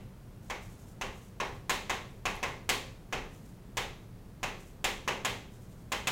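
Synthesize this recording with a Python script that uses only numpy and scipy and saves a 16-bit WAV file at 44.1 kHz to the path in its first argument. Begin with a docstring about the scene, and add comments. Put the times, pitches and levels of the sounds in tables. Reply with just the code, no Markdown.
"""A word is chalked on a wall blackboard, a few metres from a camera microphone in a bare classroom.
It opens on the dying room tail of a tap, over a low ventilation rumble (shaped noise) and faint hum.
From 0.4 s eight faint drags (noise slips swelling with each stroke) fall among sixteen taps: each tap
clicks, shakes the panel, rings the stick, crushes its tip and dies away in the room (noise and sines).
Two crumbs snap off near 2.4 s; the last long drag, at 5.5 s, leads to two closing taps."""
import sys
import numpy as np
from scipy import signal
from scipy.fft import rfft, irfft
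from scipy.io import wavfile

SR = 44100
rng = np.random.default_rng(int(sys.argv[2]) if len(sys.argv) > 2 else 0)


def store_pcm(level_fs):
    """Save levels as 16-bit WAV."""
    pcm = np.round(np.clip(level_fs, -1, 1) * 32767).astype(np.int16)
    wavfile.write(sys.argv[1], SR, np.atleast_2d(pcm).T)


N = 269539
TIME = np.arange(N) / SR  # seconds through the whole scene
RING = np.arange(int(.9 * SR)) / SR  # seconds after one blow


def taps(click_db=-11.5, panel_db=-4.0, modes_db=-4.0, stick_db=-19.5, room_db=0, snap_db=-24,
         panel_t60=0.084, bounce_s=0.0062, bounce=1.13, build_s=0.0041, alike=0.55,
         echo_s=.048, echo=0.18):
    """Each touch-down excites click, panel, stick, tip and room, all coloured by how the tip lands."""
    # chalk touch-downs: start_s, strength_db, hardness_db, stick_lower_resonance_hz
    touch_downs = [(-.18, -5, 0, 2770), (0.4994, -5, -2.3, 2220), (1.0122, -4.5, -1, 2800),
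                   (1.401, 0.2, -5.5, 3950), (1.6955, .5, 4, 4050), (1.8962, -.5, 0, 3660),
                   (2.2546, 0, -1, 2580), (2.429, -1, -2, 2060), (2.6912, 0.5, 6, 4500),
                   (3.1255, -1.5, -3, 2600), (3.77, -1.5, 2, 3640), (4.4305, -2, -0.5, 2660),
                   (4.8427, 0, 4.5, 3400), (5.0775, 1.5, -2, 2870), (5.2487, -0.76, 3.5, 3250),
                   (5.9194, -1.5, 2, 3160), (6.0715, -1, 4.5, 3540)]
    # the panel's dense short rattle: frequency_hz, relative_level_db
    panel_curve = [(150, -10), (300, -12.5), (450, -33), (680, 4.5), (780, 3), (1060, 1), (1400, 3),
                   (2100, 6.5), (3000, 4), (4000, -3.5), (4800, -8), (7000, -9), (8800, -15.5),
                   (15500, -23.5)]
    # the panel's sound after the walls: frequency_hz, relative_level_db
    wall_curve = [(150, 4.5), (300, 3.5), (450, 10.5), (680, 7), (780, 10.5), (1060, 12), (1400, 6),
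                  (2100, 9.5), (3000, 3.5), (4000, -1.5), (4800, -7.5), (7000, -10.5), (8800, -16.5),
                  (15500, -21)]
    out = np.zeros(N)
    shared_paths = rng.standard_normal((2, len(RING)))

    # the rattle swells again when the first reflection arrives
    rattle = fade(panel_t60, 0.00122) + bounce * fade(panel_t60 / 2, bounce_s)
    build = 1 - np.exp(-np.maximum(RING - bounce_s, 0) / build_s)
    build = build + echo * fade(0.079, echo_s)  # the far wall answers

    for s, strength_db, hard_db, low_hz in touch_downs:
        high_hz = stick_upper_hz(hard_db)
        # neighbouring spots on the board share part of their paths to the microphone
        own_paths = rng.standard_normal(shared_paths.shape)
        near, far = np.sqrt(alike) * shared_paths + np.sqrt(1 - alike) * own_paths
        sound = undb(click_db) * click()
        sound += undb(modes_db) * panel_modes()
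        sound += undb(stick_db) * stick(high_hz)
        sound += undb(snap_db) * snap()
        sound += undb(panel_db) * unit(colour(near * rattle, panel_curve))
        sound += undb(room_db) * unit(colour(reverberate(far) * build, wall_curve))
        add(out, s, undb(strength_db) * colour(sound, contact(s, hard_db, low_hz, high_hz)))
    return out


def stick_upper_hz(hard_db, medium_hz=6580, rise_per_db=0.019):
    """A harder landing raises the stick's upper resonance, by a share per dB of hardness."""
    return medium_hz * (1 + rise_per_db * hard_db)


def contact(s, hard_db, low_hz, high_hz, knock_hz=1055, low_width=0.13, high_width=0.36, low_db=3.5):
    """Colour one blow (Hz, dB): its time sets the knock, its hardness the crack and upper ring."""
    # where strength, hardness and crack act: frequency_hz
    landing_hz = [1240, 3640, 11200]
    # the panel's knock as the hand moves along the word: time_s, level_db
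    knock_course = [(.5, -2.5), (1, 1.5), (2.6, 1.5), (3.1, -3.5), (6.1, -2)]
    hz = np.geomspace(100, 16000, 400)
    # a harder landing cracks the tip more and damps the stick's upper resonance
    crack_db = 1.3 + 1.57 * hard_db
    high_db = 4.0 - 0.37 * hard_db
    db = lookup(hz, np.c_[landing_hz, [0, hard_db, crack_db]])
    db += np.interp(s, *np.transpose(knock_course)) * bell(hz, knock_hz, .11)
    db += low_db * bell(hz, low_hz, low_width)
    db += high_db * bell(hz, high_hz, high_width)
    return np.c_[hz, db]


def click(push_s=.000083, mirror_s=0.00527, mirror=0.36, soften=1.1):
    """The pressure pulse straight from the point of contact, then its duller first reflection."""
    direct = RING / push_s
    late = np.maximum(RING - mirror_s, 0) / (soften * push_s)
    return unit(direct * np.exp(-direct) + mirror * late * np.exp(-late))


def panel_modes(scatter_db=3.0):
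    """The panel rings in decaying sines; each spot on the board feeds them a little differently."""
    # the panel's strongest modes: frequency_hz, relative_level_db, t60_s
    mode_list = [(29.4, -1, 0.93), (116.5, -7, 0.22), (184.4, -18.5, 1), (240.1, -10.5, 0.67),
                 (273.5, -9, 0.55), (390.6, -10.5, 0.85), (444, -11.5, 1), (529, -10.5, 1), (567, -7, 0.25),
                 (744.4, 1, 0.25), (788, -3.5, 0.32), (853, -1.5, 0.23), (976, 3.5, 0.11),
                 (1045.5, 6.5, 0.15), (1055, 9, 0.085), (1197, -2, 0.19), (1635, -9, 0.11),
                 (2020, -3.5, 0.15), (2200, -1, 0.14), (2580, 6, 0.1), (2920, -7, 0.12), (3184, -6, 0.39)]
    sizes = undb(scatter_db * rng.standard_normal(len(mode_list)))
    phases = rng.uniform(0, 2 * np.pi, len(mode_list))
    ring = np.zeros(len(RING))
    for (hz, db, t60), size, phase in zip(mode_list, sizes, phases):
        ring += undb(db) * size * np.sin(2 * np.pi * hz * RING + phase) * fade(t60)
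    return unit(ring)


def stick(hz, t60=0.015, delay=0.0019, spread=0.059):
    """The chalk stick's short ring, a cluster of three close modes."""
    pitches = hz * (1 + spread * rng.standard_normal(3))
    return unit(sum(np.sin(2 * np.pi * f * (RING - delay)) * fade(t60, delay) for f in pitches))


def snap(t60=0.022, delay=0.00089, edge_hz=8000):
    """The tip crushes: a brief burst of bright grit."""
    grit = rng.standard_normal(len(RING)) * fade(t60, delay)
    return unit(signal.sosfilt(signal.butter(2, edge_hz, "high", fs=SR, output="sos"), grit))


def scraping(grain_db=4.5, patchy_db=2.4, patch_s=0.0055, wet_db=-3):
    """Tiny uneven slips of the tip swell and fade with each stroke; two crumbs snap; the room answers."""
    # chalk friction: frequency_hz, relative_level_db
    friction_curve = [(400, -2), (1500, -7), (3000, -5.5), (4500, -6.5), (6800, 0.5), (9000, -3.5),
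                      (12000, -6.5), (15500, -9)]
    # crumbs breaking off the tip: start_s, level_db (before the room is mixed in)
    crumb_snaps = [(2.3548, -28), (2.3646, -27)]
    # the tip meets rougher and smoother patches of the board
    patches = np.interp(TIME / patch_s, np.arange(N), rng.standard_normal(N))
    unevenness_db = grain_db * rng.standard_normal(N) + patchy_db * patches
    slips = rng.standard_normal(N) * undb(unevenness_db)
    slips = unit(colour(slips, friction_curve)) * np.sqrt(N)  # RMS of one
    close = slips * strokes()
    for s, db in crumb_snaps:
        crumb = rng.standard_normal(len(RING)) * fade(.004)
        add(close, s, undb(db) * unit(colour(crumb, friction_curve)))
    tail = unit(reverberate(rng.standard_normal(len(RING))))
    wet = undb(wet_db) * signal.fftconvolve(close, tail)[:N]
    return (close + wet) / np.hypot(1, undb(wet_db))


def strokes(ease_db_per_s=11, speed_power=0.62):
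    """The tip speeds up and slows in every stroke, while the hand lightens along each line."""
    # lines drawn without lifting the chalk: start_s, end_s, time_per_up_or_down_stroke_s,
    # initial_level_db (before easing and the room mix)
    drawn_lines = [(.42, .5, 0.089, -65), (0.601, .945, .085, -60), (1.137, 1.29, 0.07, -61),
                   (1.42, 1.6, 0.087, -63.5), (2.05, 2.219, 0.076, -71), (3.29, 3.52, 0.12, -64),
                   (4.575, 4.725, 0.072, -62), (5.51, 5.837, 0.084, -65)]
    out = np.zeros(N)
    for start, end, stroke_s, db in drawn_lines:
        t = TIME[TIME < end - start]
        speed = np.abs(np.sin(np.pi * t / stroke_s))
        # friction grows more slowly than the tip's speed
        add(out, start, speed ** speed_power * undb(db - ease_db_per_s * t))
    return out


def reverberate(noise, count=7):
    """Turn noise into a room tail: overlapping bands about an octave apart, each with its own decay."""
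    # the room's reverberation time: frequency_hz, t60_s
    room_decay = [(150, 1), (450, 0.58), (1000, 0.38), (2500, 0.46), (6000, 0.48), (14000, 0.36)]
    centres = np.geomspace(room_decay[0][0], room_decay[-1][0], count)
    spectrum = rfft(noise)
    hz = np.arange(len(noise) // 2 + 1) * SR / len(noise)
    tail = np.zeros(len(noise))
    for centre_hz, band in zip(centres, np.eye(count)):
        share = lookup(hz, np.c_[centres, band])
        tail += irfft(spectrum * share, len(noise)) * fade(lookup(centre_hz, room_decay))
    return tail


def ventilation(air_db=-49, hum_hz=117, hum_db=-63):
    """Steady shaped noise for air rumble and microphone hiss, with a sine for a faint motor hum."""
    # ventilation and microphone hiss: frequency_hz, relative_level_db
    air_curve = [(12, -24), (27, -3), (42, -5.5), (78, -9), (110, -3), (150, -9.5), (190, -7.5),
                 (250, -15.5), (400, -20), (750, -27), (1500, -33.5), (2600, -39.5), (6300, -44.5),
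                 (15500, -47)]
    noise = unit(colour(rng.standard_normal(N), air_curve)) * np.sqrt(N)  # RMS of one
    return undb(air_db) * noise + undb(hum_db) * np.sin(2 * np.pi * hum_hz * TIME)


def undb(db):
    """Decibels to gain."""
    return 10 ** (np.asarray(db) / 20)


def unit(x):
    """Scale to an energy of one."""
    return x / np.sqrt(np.sum(x ** 2))


def add(track, s, sound):
    """Mix a sound into a track from time s on, dropping what falls outside."""
    i = int(round(s * SR))
    start, end = max(i, 0), min(i + len(sound), len(track))
    track[start:end] += sound[start - i:end - i]


def lookup(hz, points):
    """Read (Hz, value) points on a log-frequency axis."""
    f, value = np.transpose(points)
    return np.interp(np.log(np.maximum(hz, 1)), np.log(f), value)


def colour(x, points, size=8192):
    """Causal minimum-phase filter with the given (Hz, dB) curve, made by folding its cepstrum."""
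    hz = np.arange(size // 2 + 1) * SR / size
    cepstrum = irfft(np.log(undb(lookup(hz, points))))
    cepstrum[1:size // 2] *= 2
    cepstrum[size // 2 + 1:] = 0
    impulse = irfft(np.exp(rfft(cepstrum)))
    return signal.fftconvolve(x, impulse)[:len(x)]


def fade(t60, delay=0):
    """Exponential decay, 60 dB in t60 seconds, that begins after a delay."""
    return (RING >= delay) * np.exp(-np.log(1000) * np.maximum(RING - delay, 0) / t60)


def bell(hz, centre_hz, width):
    """A resonance peak of height one; the width is a share of its centre."""
    return 1 / (1 + (2 * np.log(hz / centre_hz) / width) ** 2)


def scene():
    """Taps, strokes and room air at one microphone."""
    return (taps() + scraping() + ventilation())[None]


def record(dry, top_hz=15800):
    """The camera cuts the top of the treble with a steep low-pass."""
    return signal.sosfilt(signal.ellip(10, .2, 80, top_hz, fs=SR, output="sos"), dry)


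dry = scene()
out = record(dry)
store_pcm(out)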